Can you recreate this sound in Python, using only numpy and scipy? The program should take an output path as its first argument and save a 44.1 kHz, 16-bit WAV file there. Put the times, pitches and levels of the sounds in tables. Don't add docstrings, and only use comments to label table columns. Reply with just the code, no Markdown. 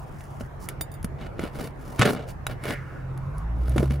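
import sys
import numpy as np
from scipy import signal
from scipy.fft import rfft, irfft
from scipy.io import wavfile
from scipy.ndimage import uniform_filter1d

SR = 44100
rng = np.random.default_rng(int(sys.argv[2]) if len(sys.argv) > 2 else 0)


def put_to_file(sound):
    columns = np.atleast_2d(sound).T
    safe = np.clip(columns, -1, 1)
    whole_steps = np.round(safe * 32767)
    wavfile.write(sys.argv[1], SR, whole_steps.astype(np.int16))


N = 176400

# (frequency [Hz], relative spectral density [dB])
WIND_SPECTRUM = [(28, -40), (45, 1), (130, -3), (220, -13), (900, -17), (2000, -30), (4200, -48.5),
                 (15500, -56)]
# (frequency [Hz], coherence [0-1])
WIND_COHERENCE = [(40, 1), (500, 0.12)]
WIND_DB, GUST_DB, DRIFT_DB = -38.5, 1.5, 2.5

# (time [s], rate [Hz])
FIRING_RATE = [(0, 47), (3.05, 43.5), (3.25, 44.5), (3.5, 56), (3.7, 62.5), (4, 71)]
# (time [s], gain [dB])
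ENGINE_GAIN = [(0, -43.5), (2.5, -45), (2.72, -38.5), (2.92, -41.5), (3.05, -35), (3.44, -30.5),
               (3.53, -27), (4, -29)]
# (frequency [Hz], gain [dB])
EXHAUST_RESPONSE = [(46, -10), (55, 1), (64, 4.5), (85, -5.5), (118, -13), (131, 1.5), (143, -2),
                    (166, -11.5), (195, -30.5), (400, -19)]

# (mid time [s], half length [s], level [dB], resonance [Hz])
PEEL_AND_SWISHES = [(2.713, 0.054, -38, 1860), (2.904, 0.12, -48.5, 1460), (3.228, 0.1, -51, 1170),
                    (3.392, 0.036, -44.5, 990)]
# (time [s], level [dB], frequency [Hz], T60 [s])
PATCH_SLAPS = [(1.049, -25, 184, 0.035), (1.994, -12.5, 119, 0.15)]
SNAP_AT_S, SNAP_MODES = 2.467, [(1960, -20, 0.014), (3830, -25, 0.022)]
# (time [s], level [dB])
BLADE_STRIKES = [(0.811, -26.5), (0.917, -45.5), (0.94, -44.5)]
# (frequency [Hz], relative level [dB], T60 [s])
BLADE_MODES = [(3680, -7, 0.08), (4780, -5.5, 0.085), (7050, -10, 0.09), (9230, -2, 0.085),
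               (12110, 5, 0.051), (15250, 8, 0.08)]
# (time [s], tick [dB], crack [dB])
TIP_TICKS = [(0.2071, -61, -50), (0.239, -58.5, -59), (0.6877, -32, -37), (1.0285, -47, -54),
             (2.467, -32.5, -27), (2.6379, -45.5, -40), (3.176, -52, -56), (3.382, -51, -68),
             (3.695, -45, -57)]
# (time [s], tick [dB], thud [dB], crack [dB])
ROOF_KNOCKS = [(0.4081, -68, -34, -46), (0.8092, -41, -40, -37), (1.0443, -37, -28.5, -42),
               (1.3929, -54, -29, -36), (1.437, -50, -27, -41), (1.9927, -32.5, -25.5, -28),
               (2.0131, -37, -41, -22), (2.0187, -50, -25.5, -16.5), (2.0538, -36, -30, -24.5),
               (2.7058, -47, -32, -31), (3.761, -48.5, -22.5, -45), (3.7796, -44, -27, -28.5),
               (3.7966, -50, -23.5, -45), (3.8284, -61, -21.5, -47), (3.907, -54, -27, -38.5)]
TICK_DECAY_S, KNOCK_DECAY_S, THUMP_HZ, THUMP_T60_S = 0.00051, 0.0013, 300, 0.033
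# (frequency [Hz], relative level [dB], T60 [s])
ROOF_MODES = [(498.5, 11.5, 0.042), (576, 12.5, 0.068), (639, 9.5, 0.043), (1270, -27, 0.072),
              (1387, -12, 0.15), (2304, -0.5, 0.077), (2923, 2, 0.091), (3650, 4, 0.033)]

# (start [s], length [s], roof body [dB], rasp [dB], grit [dB])
KNIFE_STROKES = [(-0.013, 0.48, -71, -82, -60), (0.399, 0.0086, -38.5, -52, -44),
                 (0.608, 0.049, -67, -64, -49.5), (0.685, 0.018, -47.5, -47, -46.5),
                 (1.194, 0.074, -43.5, -47, -59), (1.403, 0.071, -36.5, -40.5, -47.5),
                 (1.559, 0.11, -36, -43.5, -43.5), (1.834, 0.24, -48.5, -56.5, -51.5),
                 (1.997, 0.037, -23, -23.5, -38.5), (2.037, 0.048, -22, -27, -36),
                 (2.09, 0.031, -29, -39.5, -36.5), (2.132, 0.11, -41, -48.5, -63),
                 (2.277, 0.027, -49, -50, -46.5), (2.494, 0.029, -35, -40.5, -46),
                 (2.646, 0.08, -31, -37, -39), (3.632, 0.32, -46.5, -52, -53),
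                 (3.76, 0.086, -35, -51.5, -49.5)]
SWELL_SHARE, RELEASE_S = 0.14, 0.014
SLIPS_PER_S, SLIP_SPREAD_DB, SMOOTH_SHARE = 2400, 3, 0.12
JUDDER_HZ, JUDDER_DB = 67, 3
# (frequency [Hz], relative level [dB])
BODY_SPECTRUM = [(40, -22), (130, 0), (220, 2), (400, -0.5), (560, -8.5), (780, -6), (1300, -12),
                 (6000, -100.5)]
# (frequency [Hz], relative level [dB])
RASP_SPECTRUM = [(300, -11.5), (800, 6), (1400, 10), (2100, 7), (3300, 0.5), (5000, -7), (8000, -6.5),
                 (15000, -43)]
# (frequency [Hz], relative level [dB])
GRIT_SPECTRUM = [(1500, -30), (5000, 19.5), (10300, 19.5), (12000, 12), (15500, 21)]
# (frequency [Hz], relative level [dB])
TICK_SPECTRUM = [(800, -73), (4000, 7), (8000, 9), (10200, 20), (14000, 6.5)]

ECHO_DB, ECHO_T60_S, SCATTER_DB, SCATTER_T60_S = -11.5, 0.069, -7.5, 0.03
PORT_SPLIT_HZ, PORT_LAG_S, BALANCE_DB, CUTOFF_HZ = 6660, 0.000287, -0.86, 16000


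def amp(db):
    return 10 ** (np.asarray(db) / 20)


def unit_rms(x):
    return x / np.sqrt(np.mean(x ** 2) + 1e-20)


def unit_energy(x):
    return x / np.sqrt(np.sum(x ** 2, -1, keepdims=True) + 1e-20)


def impact(x):
    return unit_energy(x) * np.sqrt(.008 * SR)


def curve_at(points, hz):
    f, value = np.transpose(points)
    return np.interp(np.log(hz + 1), np.log(f), value)


def add(mix, start_s, sound):
    part = mix[max(round(start_s * SR), 0):][:len(sound)]
    part += sound[:len(part)]


def wander(hz):
    f = np.fft.rfftfreq(N, 1 / SR)
    return unit_rms(irfft(rfft(rng.standard_normal(N)) / (1 + (f / hz) ** 4), N))


def colour(x, spectrum, size=4096):
    log_gain = np.log(amp(curve_at(spectrum, abs(np.fft.fftfreq(size, 1 / SR)))))
    response = np.exp(np.conj(signal.hilbert(log_gain)))
    taps = np.fft.ifft(response).real[:size // 2]
    return signal.oaconvolve(x, unit_energy(taps))[:N]


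def ring(modes, wave=np.sin):
    t = np.arange(SR // 2) / SR
    return sum(amp(db) * np.exp(-np.log(1000) * t / t60) * wave(2 * np.pi * hz * t)
               for hz, db, t60 in modes)


def fracture(decay_s):
    t = np.arange(SR // 20) / SR
    spectrum = rfft(rng.standard_normal(len(t)) * t * np.exp(-t / decay_s))
    flattened = spectrum / np.sqrt(abs(spectrum) + 1e-12)
    return impact(irfft(flattened)[:len(t) // 2])


def wind(size=2048):
    hop = size // 4
    frames, hz = N // hop + 5, np.fft.rfftfreq(size, 1 / SR)
    re1, im1, re2, im2, drift = rng.standard_normal((5, frames, size // 2 + 1)).transpose(0, 2, 1)
    drift = uniform_filter1d(drift, size=8, axis=1)
    drift = unit_rms(uniform_filter1d(drift, size=16, axis=0))
    gusts = np.interp(np.arange(frames) * hop, np.arange(N), wander(hz=10))
    coherence = curve_at(WIND_COHERENCE, hz)[:, None]
    left = re1 + 1j * im1
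    right = coherence * left + np.sqrt(1 - coherence ** 2) * (re2 + 1j * im2)
    gust_db = GUST_DB * gusts / (1 + hz[:, None] / 300)
    gain = amp(curve_at(WIND_SPECTRUM, hz)[:, None] + DRIFT_DB * drift + gust_db)
    _, noise = signal.istft(np.array([left, right]) * gain, nperseg=size, noverlap=size - hop)
    return amp(WIND_DB) * unit_rms(noise[:, :N])


def engine():
    t, drone = np.arange(N) / SR, np.zeros(N)
    firing_hz = np.interp(t, *np.transpose(FIRING_RATE)) * (1 + 0.014 * wander(hz=25))
    cycles = np.cumsum(firing_hz) / SR
    for order in range(1, 6):
        flutter_db = 2.5 * wander(hz=26.6)
        gain = amp(curve_at(EXHAUST_RESPONSE, order * firing_hz) + flutter_db)
        drone += gain * np.sin(2 * np.pi * (order * cycles + rng.random()))
    return np.sqrt(2) * drone * amp(np.interp(t, *np.transpose(ENGINE_GAIN)))


def reflections(x, t60):
    t = np.arange(SR // 2) / SR
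    tail = rng.standard_normal((2, len(t))) * np.exp(-np.log(1000) * t / t60) * (t > .001)
    return signal.oaconvolve(x[None], unit_energy(tail), axes=1)[:, :N]


def peel_and_swishes(relative_width=0.37, hiss_db=-19.5):
    t, out = np.arange(N) / SR, np.zeros(N)
    for mid_s, half_s, db, hz in PEEL_AND_SWISHES:
        noise = amp(db) * rng.standard_normal(N) * np.exp(-((t - mid_s) / half_s) ** 2 / 2)
        edges_hz = [hz, hz * (1 + relative_width)] / np.sqrt(1 + relative_width)
        band = signal.butter(2, edges_hz, "bandpass", fs=SR, output="sos")
        makeup = np.sqrt(SR / 2 / (hz * relative_width))
        out += makeup * signal.sosfilt(band, noise) + amp(hiss_db) * colour(noise, GRIT_SPECTRUM)
    return out


def struck_parts(click_share=0.41):
    out = np.zeros(N)
    add(out, SNAP_AT_S, ring(SNAP_MODES))
    for time, db in BLADE_STRIKES:
        click = colour(fracture(TICK_DECAY_S), TICK_SPECTRUM)
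        add(out, time, amp(db) * impact(ring(BLADE_MODES)))
        add(out, time, amp(db) * click_share * click)
    for time, db, hz, t60 in PATCH_SLAPS:
        add(out, time, ring([(hz, db, t60)]))
    return out


def roof_panel(drive, ring_db=-5):
    ringing = signal.oaconvolve(drive, ring(ROOF_MODES, np.cos))[:N]
    share = amp(ring_db)
    return (drive + share * drive.std() * unit_rms(ringing)) / np.hypot(1, share)


def stick_slip():
    t = np.arange(N) / SR
    slips = (rng.random(N) < SLIPS_PER_S / SR) * rng.choice([-1, 1], N)
    sizes = amp(SLIP_SPREAD_DB * np.minimum(rng.exponential(1, N), 5))
    friction = unit_rms(slips * sizes) + SMOOTH_SHARE * rng.standard_normal(N)
    friction = unit_rms(friction * amp(JUDDER_DB * wander(JUDDER_HZ)))
    power = np.zeros((3, N))
    for start, length, *levels in KNIFE_STROKES:
        swell = (1 + np.tanh((t - start) / (2 * SWELL_SHARE * length))) / 2
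        release = np.exp(-np.maximum(t - start - length, 0) / RELEASE_S)
        power += (amp(levels)[:, None] * swell * release) ** 2
    return friction * np.sqrt(power)


def knife_on_roof():
    body, rasp, grit = stick_slip()
    thuds, ticks, cracks = np.zeros((3, N))
    for time, tick_db, thud_db, crack_db in ROOF_KNOCKS:
        add(ticks, time, amp(tick_db) * fracture(KNOCK_DECAY_S))
        add(rasp, time, amp(crack_db) * fracture(KNOCK_DECAY_S))
        spot_hz = THUMP_HZ * rng.uniform(0.75, 1.25)
        add(thuds, time, amp(thud_db) * impact(ring([(spot_hz, 0, THUMP_T60_S)])))
    for time, tick_db, crack_db in TIP_TICKS:
        add(ticks, time, amp(tick_db) * fracture(TICK_DECAY_S))
        add(cracks, time, amp(crack_db) * fracture(TICK_DECAY_S))
    drive = colour(body, BODY_SPECTRUM) + colour(rasp, RASP_SPECTRUM) + thuds
    tip = colour(cracks, RASP_SPECTRUM) + colour(grit, GRIT_SPECTRUM) + colour(ticks, TICK_SPECTRUM)
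    return roof_panel(drive) + tip


def scene():
    work = knife_on_roof() + struck_parts() + peel_and_swishes()
    scatter = amp(SCATTER_DB) * reflections(work, SCATTER_T60_S)
    echo = amp(ECHO_DB) * reflections(work, ECHO_T60_S)
    return work + scatter + echo + wind() + engine()


def record(dry):
    hz = np.fft.rfftfreq(N, 1 / SR)
    lag = np.exp(-2j * np.pi * PORT_LAG_S * np.maximum(hz - PORT_SPLIT_HZ, 0))
    left = irfft(rfft(dry[0]) * lag, N) * amp(BALANCE_DB / 2)
    right = dry[1] * amp(-BALANCE_DB / 2)
    lowpass = signal.firwin(201, CUTOFF_HZ, window=("kaiser", 9), fs=SR)
    return signal.oaconvolve(np.array([left, right]), lowpass[None], "same")


dry = scene()
out = record(dry)
put_to_file(out)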